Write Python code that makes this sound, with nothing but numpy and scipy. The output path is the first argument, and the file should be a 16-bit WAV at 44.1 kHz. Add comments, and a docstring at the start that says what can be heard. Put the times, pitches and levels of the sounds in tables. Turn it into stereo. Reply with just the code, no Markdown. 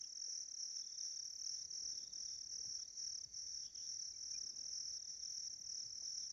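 """Crickets chirp over one another close to the microphone, on a river bank in the evening.
Each wing stroke is a whistle that falls as the scraper slows along the file; strokes slow as a chirp ends.
Further off are more crickets, lower insects, a thin trill, high buzzes and small birds. A faint breeze
rumbles underneath, with lapping water, a few soft knocks and a short echo from the trees.
Aliasing adds faint ghost copies of the chirps above and below their pitch."""
import sys
import numpy as np
from scipy import signal
from scipy.fft import rfft, irfft, next_fast_len
from scipy.io import wavfile
from scipy.ndimage import map_coordinates

SR = 44100
rng = np.random.default_rng(int(sys.argv[2]) if len(sys.argv) > 2 else 0)


def unload_wav(signal):
    """Save mono or channel-first audio to the path in sys.argv[1] as 16-bit WAV at rate SR, clipped to [-1, 1]."""
    wavfile.write(
        sys.argv[1],
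        SR,
        np.round(np.clip(np.atleast_2d(signal).T, -1, 1) * 32767).astype(np.int16),
    )


N = 278989


def add_chirp(track, s, strokes, first_gap_ms, db, spread_hz=30, last_gap_ms=29.25, slowing=1.15):
    """One chirp: the scraper slows along the file, so each stroke falls in pitch; the gaps widen too."""
    # one wing stroke: from_middle_ms, pitch_hz, level_db
    stroke = [(-10.5, 6820, -34), (-8, 6520, -17), (-5.5, 6220, -5.5), (-2.5, 5940, -3), (0, 5710, 0),
              (3.5, 5500, 0.84), (7, 5291, -5.5), (9, 5017, -15), (12.5, 4680, -34)]
    ms, pitch_hz, shape_db = np.transpose(stroke)
    t_ms = np.arange(ms[0], ms[-1], 1000 / SR)
    progress = np.linspace(0, 1, strokes - 1)
    gaps_s = (first_gap_ms + (last_gap_ms - first_gap_ms) * progress ** slowing) / 1000
    onsets = s + ms[0] / 1000 + np.r_[0, np.cumsum(gaps_s)]
    glide_hz = np.interp(t_ms, ms, pitch_hz) + spread_hz * rng.normal()
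    for k, at in enumerate(onsets):
        stroke_db = db + 1.24 * rng.normal() - (k == 0)  # the first stroke is 1 dB softer
        # uneven teeth roughen the loudness and pitch
        rough_db = np.interp(t_ms, ms, shape_db) + 1.58 * wobble(700, len(t_ms))
        rough_hz = glide_hz + 45 * wobble(900, len(t_ms))
        add(track, at, amp(stroke_db + rough_db) * tone(rough_hz))


def near_crickets():
    """The crickets closest to the microphone rub their wings in overlapping chirps."""
    # chirps: first_stroke_middle_s, stroke_count, first_gap_ms, level_db
    chirps = [(-0.0654, 9, 26.4, -45.5), (0.1756, 10, 23.0, -42.5), (0.218, 9, 21.6, -45.0),
              (0.303, 13, 25.6, -45.0), (0.5894, 9, 23.2, -44.0), (0.6056, 9, 23.2, -45.0),
              (0.7404, 13, 25.4, -45.5), (0.9884, 9, 22.8, -43.0), (1.026, 10, 22.8, -45.0),
              (1.2524, 14, 26.6, -45.5), (1.396, 7, 22.2, -42.5), (1.4454, 9, 22.6, -44.0),
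              (1.7106, 9, 23.0, -43.5), (1.7496, 13, 25.2, -46.0), (1.857, 8, 21.8, -44.0),
              (2.1347, 9, 23.8, -43.5), (2.2004, 14, 25.8, -45.0), (2.518, 10, 23.2, -43.5),
              (2.5388, 12, 22.6, -45.5), (2.7196, 5, 26.0, -45.5), (2.9776, 11, 24.0, -43.0),
              (2.9924, 8, 24.4, -43.0), (3.3438, 13, 23.8, -43.5), (3.3772, 11, 25.2, -46.5),
              (3.7538, 9, 22.8, -45.5), (3.785, 12, 25.6, -46.5), (3.874, 10, 23.0, -44.0),
              (4.1414, 10, 23.4, -44.5), (4.2324, 11, 25.0, -45.5), (4.3152, 8, 22.8, -43.0),
              (4.5665, 9, 23, -45.0), (4.6578, 12, 25.2, -46.0), (4.7328, 10, 23.2, -42.0),
              (4.951, 8, 23.6, -45.5), (5.0968, 11, 25.2, -46.5), (5.2334, 10, 22.2, -43.5),
              (5.3272, 9, 22.6, -45.5), (5.5156, 11, 25.2, -46.0), (5.6684, 8, 26.4, -43.5),
              (5.7472, 20, 25.4, -45.5), (6.031, 10, 23.6, -43.5), (6.1452, 15, 26.2, -45.5)]
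    track = np.zeros(N)
    for row in chirps:
        add_chirp(track, *row)
    return track


def far_crickets(count=4, period_s=.6, level_db=-56, blur_db=-64):
    """More of the same kind further off, the furthest blurred into a steady band."""
    # spectrum of the furthest crickets: frequency_hz, relative_db
    chorus = [(3000, -75.5), (4300, -39), (4800, -26.5), (5250, -7.5), (5650, -1.5), (6200, -0.5),
              (6550, -24), (6900, -13.5), (7400, -22.5), (7800, -60)]
    track = np.zeros(N)
    for _ in range(count):
        for s in np.arange(-period_s, N / SR, period_s) + rng.uniform(0, period_s):
            add_chirp(track, s + rng.normal(0, .04), strokes=14, first_gap_ms=23,
                      db=level_db + rng.normal(0, 1.5), spread_hz=90)
    return track + amp(blur_db) * rush(chorus, narrow_db=-17)


def slow_insects(chirp_s=.53, strokes_per_s=17.5, stroke_s=.034, fall_hz=720, rough_hz=50):
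    """Distant, lower chirps of well separated, uneven falling strokes, a little softer at each end."""
    # chirps: start_s, pitch_hz, level_db
    chirps = [(.32, 4170, -80), (.72, 3575, -76), (1.45, 4160, -78.5), (1.88, 3600, -76),
              (2.661, 4200, -80), (3.48, 3600, -80), (3.78, 4240, -80), (4.3, 3670, -86.5),
              (4.92, 4150, -81), (4.93, 3575, -79.5), (5.78, 4190, -81)]
    track = np.zeros(N)
    u = np.linspace(0, 1, int(stroke_s * SR))
    for start, hz, db in chirps:
        times = start + np.arange(0, chirp_s, 1 / strokes_per_s)
        swells = np.hanning(len(times) + 2)[1:-1] ** .098
        for s, swell in zip(times, swells):
            glide_hz = hz + fall_hz * (.5 - u) + rough_hz * wobble(500, len(u)) + 35 * rng.normal()
            envelope = amp(db + 1.9 * rng.normal()) * swell * np.sin(np.pi * u) ** 2
            stroke = envelope * tone(glide_hz)
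            add(track, s - stroke_s / 2 + .003 * rng.normal(), stroke)
    return track


def thin_trill(start_s=.96, end_s=4.11, ramp_s=.09, pitch_hz=4622, sag_hz_per_s=10, level_db=-72.5):
    """A tree cricket trills evenly; it sounds softer and flat while its effort builds and dies away."""
    t = np.arange(N) / SR
    effort = np.clip(np.minimum(t - start_s, end_s - t) / ramp_s, 0, 1)
    centre_hz = pitch_hz - sag_hz_per_s * (t - start_s) - 220 * (1 - effort)
    strokes_per_s = 32.5 + .19 * wobble(3.7)
    stroke_phase = np.cumsum(strokes_per_s) / SR % 1
    glide_hz = centre_hz + 170 * (.5 - stroke_phase) + 12 * wobble(200)  # each stroke falls and wavers
    return amp(level_db) * np.sqrt(effort) * np.sin(np.pi * stroke_phase) ** 2 * tone(glide_hz)


def bird_note(length_s, hz, slide_hz, db, arch_hz=0, rasp_hz=0):
    """One bird note that swells and fades while its pitch slides, arches and shakes."""
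    u = np.linspace(0, 1, int(length_s * SR))
    swell = np.sin(np.pi * u)
    return amp(db) * swell * tone(hz + slide_hz * u + arch_hz * swell + rasp_hz * wobble(600, len(u)))


def birds():
    """Small birds in the distance give husky rising whistles, short arched pips and raspy chatter."""
    # one bird's repeated whistle: start_s, level_db
    whistles = [(1.506, -81.5), (1.96, -79.5), (2.75, -81), (3.13, -90)]
    # pips: start_s, pitch_hz, level_db
    pips = [(4.13, 2160, -76.5), (4.332, 2286, -68)]
    # chatter notes: start_s, length_s, pitch_hz, slide_hz, level_db
    chatter = [(0.026, 0.033, 3090, -1, -73), (3.617, .1, 3410, -250, -73), (3.73, 0.11, 3360, -400, -75),
               (3.798, 0.11, 3230, 496, -76.5), (5.77, .08, 3820, -300, -80),
               (6.03, 0.093, 3770, -330, -80), (6.18, .1, 3800, -380, -76.5)]
    track = np.zeros(N)
    for s, db in whistles:
        add(track, s, bird_note(length_s=.18, hz=3060, slide_hz=1120, db=db, rasp_hz=150))
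    for s, hz, db in pips:
        add(track, s, bird_note(length_s=.038, hz=hz, slide_hz=0, db=db, arch_hz=145, rasp_hz=25))
    for s, *note in chatter:
        add(track, s, bird_note(*note, rasp_hz=218))
    return track


def knocks():
    """Soft knocks close by, each a quick slide in pitch, mostly downwards; the lower, the longer."""
    # knocks, ticks and gulps: start_s, first_hz, last_hz, level_db
    slides = [(.274, 700, 327, -70.5), (1.635, 132, 59.94, -73), (2.028, 387, 110, -67.5),
              (2.593, 472, 400, -72.5), (2.647, 1320, 196, -70.5), (2.652, 148, 60, -67.5),
              (2.67, 387, 60, -64), (2.79, 1650, 1140, -72), (3.25, 220, 70, -67.5), (4.43, 380, 430, -74),
              (4.658, 1600, 297, -69.5), (5.595, 386, 69, -68), (5.85, 150, 79, -67.5),
              (6.019, 1374, 258, -70.5)]
    track = np.zeros(N)
    for s, first_hz, last_hz, db in slides:
        length_s = .024 * (400 / first_hz) ** .55
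        u = np.linspace(0, 1, int(length_s * SR))
        glide_hz = first_hz * (last_hz / first_hz) ** u
        add(track, s, amp(db) * np.sin(np.pi * u) * tone(glide_hz))
    return track


def high_buzzes(strokes_per_s=55):
    """A small insect rasps in short bursts, pitched far above the crickets."""
    # bursts: start_s, length_s, level_db
    bursts = [(1.19, 0.35, -88), (4.478, 0.044, -91), (5.27, .13, -88), (5.576, .06, -88)]
    # spectrum of the rasp: frequency_hz, relative_db
    band = [(11000, -39.5), (12300, -6), (13000, -3), (13600, -3), (14800, -26.5)]
    effort = np.zeros(N)
    for s, length_s, db in bursts:
        add(effort, s, amp(db) * signal.windows.tukey(int(length_s * SR), .4))
    strokes = unit(np.sin(np.pi * strokes_per_s * np.arange(N) / SR) ** 2)
    return effort * strokes * rush(band, narrow_db=-3)


def breeze_and_water(water_db=-84, water_follows=.4, ripple_db=1.16, hiss_db=-83):
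    """A breeze rises, rumbles and stirs the river, which laps in small waves; a fine hiss lies over it."""
    # strength of the breeze's rumble: time_s, level_db
    breeze = [(0.0, -78.5), (0.12, -87), (1.11, -86), (1.64, -77.5), (6.2, -78), (6.33, -80.5)]
    # small waves: crest_s, length_s, rise_db
    waves = [(1.95, 0.78, 5), (2.62, .3, 4), (4.55, 0.5, 7)]
    # spectrum of the breeze: frequency_hz, relative_db
    rumble = [(15, -40), (25, -17.5), (40, -7), (59, 2.5), (85, -3), (130, -7), (220, -14.5), (300, -43)]
    # spectrum of the lapping: frequency_hz, relative_db
    water = [(100, -14), (190, 0), (300, -0.5), (500, -5), (800, -13), (1200, -19.5), (2500, -21.5),
             (5000, -61)]
    # spectrum of the hiss: frequency_hz, relative_db
    hiss = [(100, -8), (600, 3), (1300, -3), (2000, 3), (2900, -8), (4000, -0.5), (7000, -6.5), (8000, -16),
            (12500, -12), (14500, -23.5), (16000, -27.5)]
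    breeze_db = np.interp(np.arange(N) / SR, *np.transpose(breeze))
    lapping_db = water_db + water_follows * (breeze_db - breeze_db.mean()) + ripple_db * wobble(14)
    for crest_s, length_s, rise_db in waves:
        add(lapping_db, crest_s - length_s / 2, rise_db * np.hanning(int(length_s * SR)))
    return amp(breeze_db) * rush(rumble) + amp(lapping_db) * rush(water) + amp(hiss_db) * rush(hiss)


def tree_echo(x, t60_s=.18, side_db=-5):
    """Trees along the bank scatter a short stereo echo back to the microphone."""
    t = np.arange(SR // 2) / SR
    tail = rng.standard_normal((2, len(t))) * amp(-60 * t / t60_s)
    mid, side = signal.fftconvolve(x[None], tail / np.linalg.norm(tail[0]), axes=1)[:, :N]
    return np.array([mid + amp(side_db) * side, mid - amp(side_db) * side])


def rush(spectrum, narrow_db=0):
    """Stereo noise of rms 1 with the given spectrum; a negative narrow_db draws it to the middle."""
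    # stereo width of the air: frequency_hz, side_minus_mid_db
    width = [(25, -19), (60, -9), (250, -10), (600, -10.5), (1200, -0.5), (2500, -10.5), (6000, -10.5),
             (12000, -14.5)]

    def mid_side_gains(hz):
        mid_db = along(spectrum, hz)
        return amp([mid_db, mid_db + along(width, hz) + narrow_db])

    mid, side = filtered(rng.standard_normal((2, N)), mid_side_gains)
    return unit(np.array([mid + side, mid - side]))


def amp(db):
    """Decibels to gain."""
    return 10 ** (np.asarray(db) / 20)


def unit(x):
    """Scale to rms 1."""
    return x / np.sqrt(np.mean(x ** 2) + 1e-20)


def wobble(rate, size=N):
    """A smooth random curve, rate knots a second."""
    knots = rng.standard_normal(int(size * rate / SR) + 4)
    return map_coordinates(knots, [np.arange(size) * rate / SR])


def tone(hz):
    """A sine that follows a pitch curve from a random phase."""
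    return np.sin(2 * np.pi * (np.cumsum(hz) / SR + rng.random()))


def along(points, hz):
    """Interpolate (frequency_hz, value) points on a log frequency axis."""
    point_hz, values = np.transpose(points)
    return np.interp(np.log(hz + 1), np.log(point_hz), values)


def filtered(x, response):
    """Filter x by the gain response(hz)."""
    size = next_fast_len(N + SR // 2)
    return irfft(rfft(x, size) * response(np.fft.rfftfreq(size, 1 / SR)), size)[..., :N]


def add(track, s, sound):
    """Mix a sound into a track from time s on."""
    i = round(s * SR)
    lo, hi = max(i, 0), min(i + len(sound), N)
    if hi > lo:
        track[lo:hi] += sound[lo - i:hi - i]


def scene():
    """Crickets straight ahead of the microphone; the distant slow insects get the largest share of echo."""
    near, insects, trill = near_crickets(), slow_insects(), thin_trill()
    birds_and_knocks = birds() + knocks()
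    echo = tree_echo(amp(-20.5) * near + amp(-1.5) * insects + amp(-11) * trill
                     + amp(-10) * birds_and_knocks)
    return (near + far_crickets() + insects + trill + birds_and_knocks + echo
            + high_buzzes() + breeze_and_water())


def record(dry, alias_shift_hz=3900, top_hz=15760):
    """Aliasing adds faint ghost copies of the chirps above and below their pitch; the top treble is cut."""
    # how strongly each pitch is aliased: frequency_hz, gain_db
    alias_gain = [(3000, -4), (5300, 1.5), (5700, 2), (6300, 5), (6800, 9), (8000, -13)]
    alias_shift = np.exp(2j * np.pi * alias_shift_hz * np.arange(N) / SR)
    # one copy below, two above
    ghosts = amp(-37) / alias_shift + amp(-41) * alias_shift + amp(-47) * alias_shift ** 2
    weighted = filtered(dry, lambda hz: amp(np.interp(hz, *np.transpose(alias_gain))))
    analytic = signal.hilbert(weighted, next_fast_len(N))[:, :N]
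    return filtered(dry + np.real(analytic * ghosts), lambda hz: hz < top_hz)


dry = scene()
out = record(dry)
unload_wav(out)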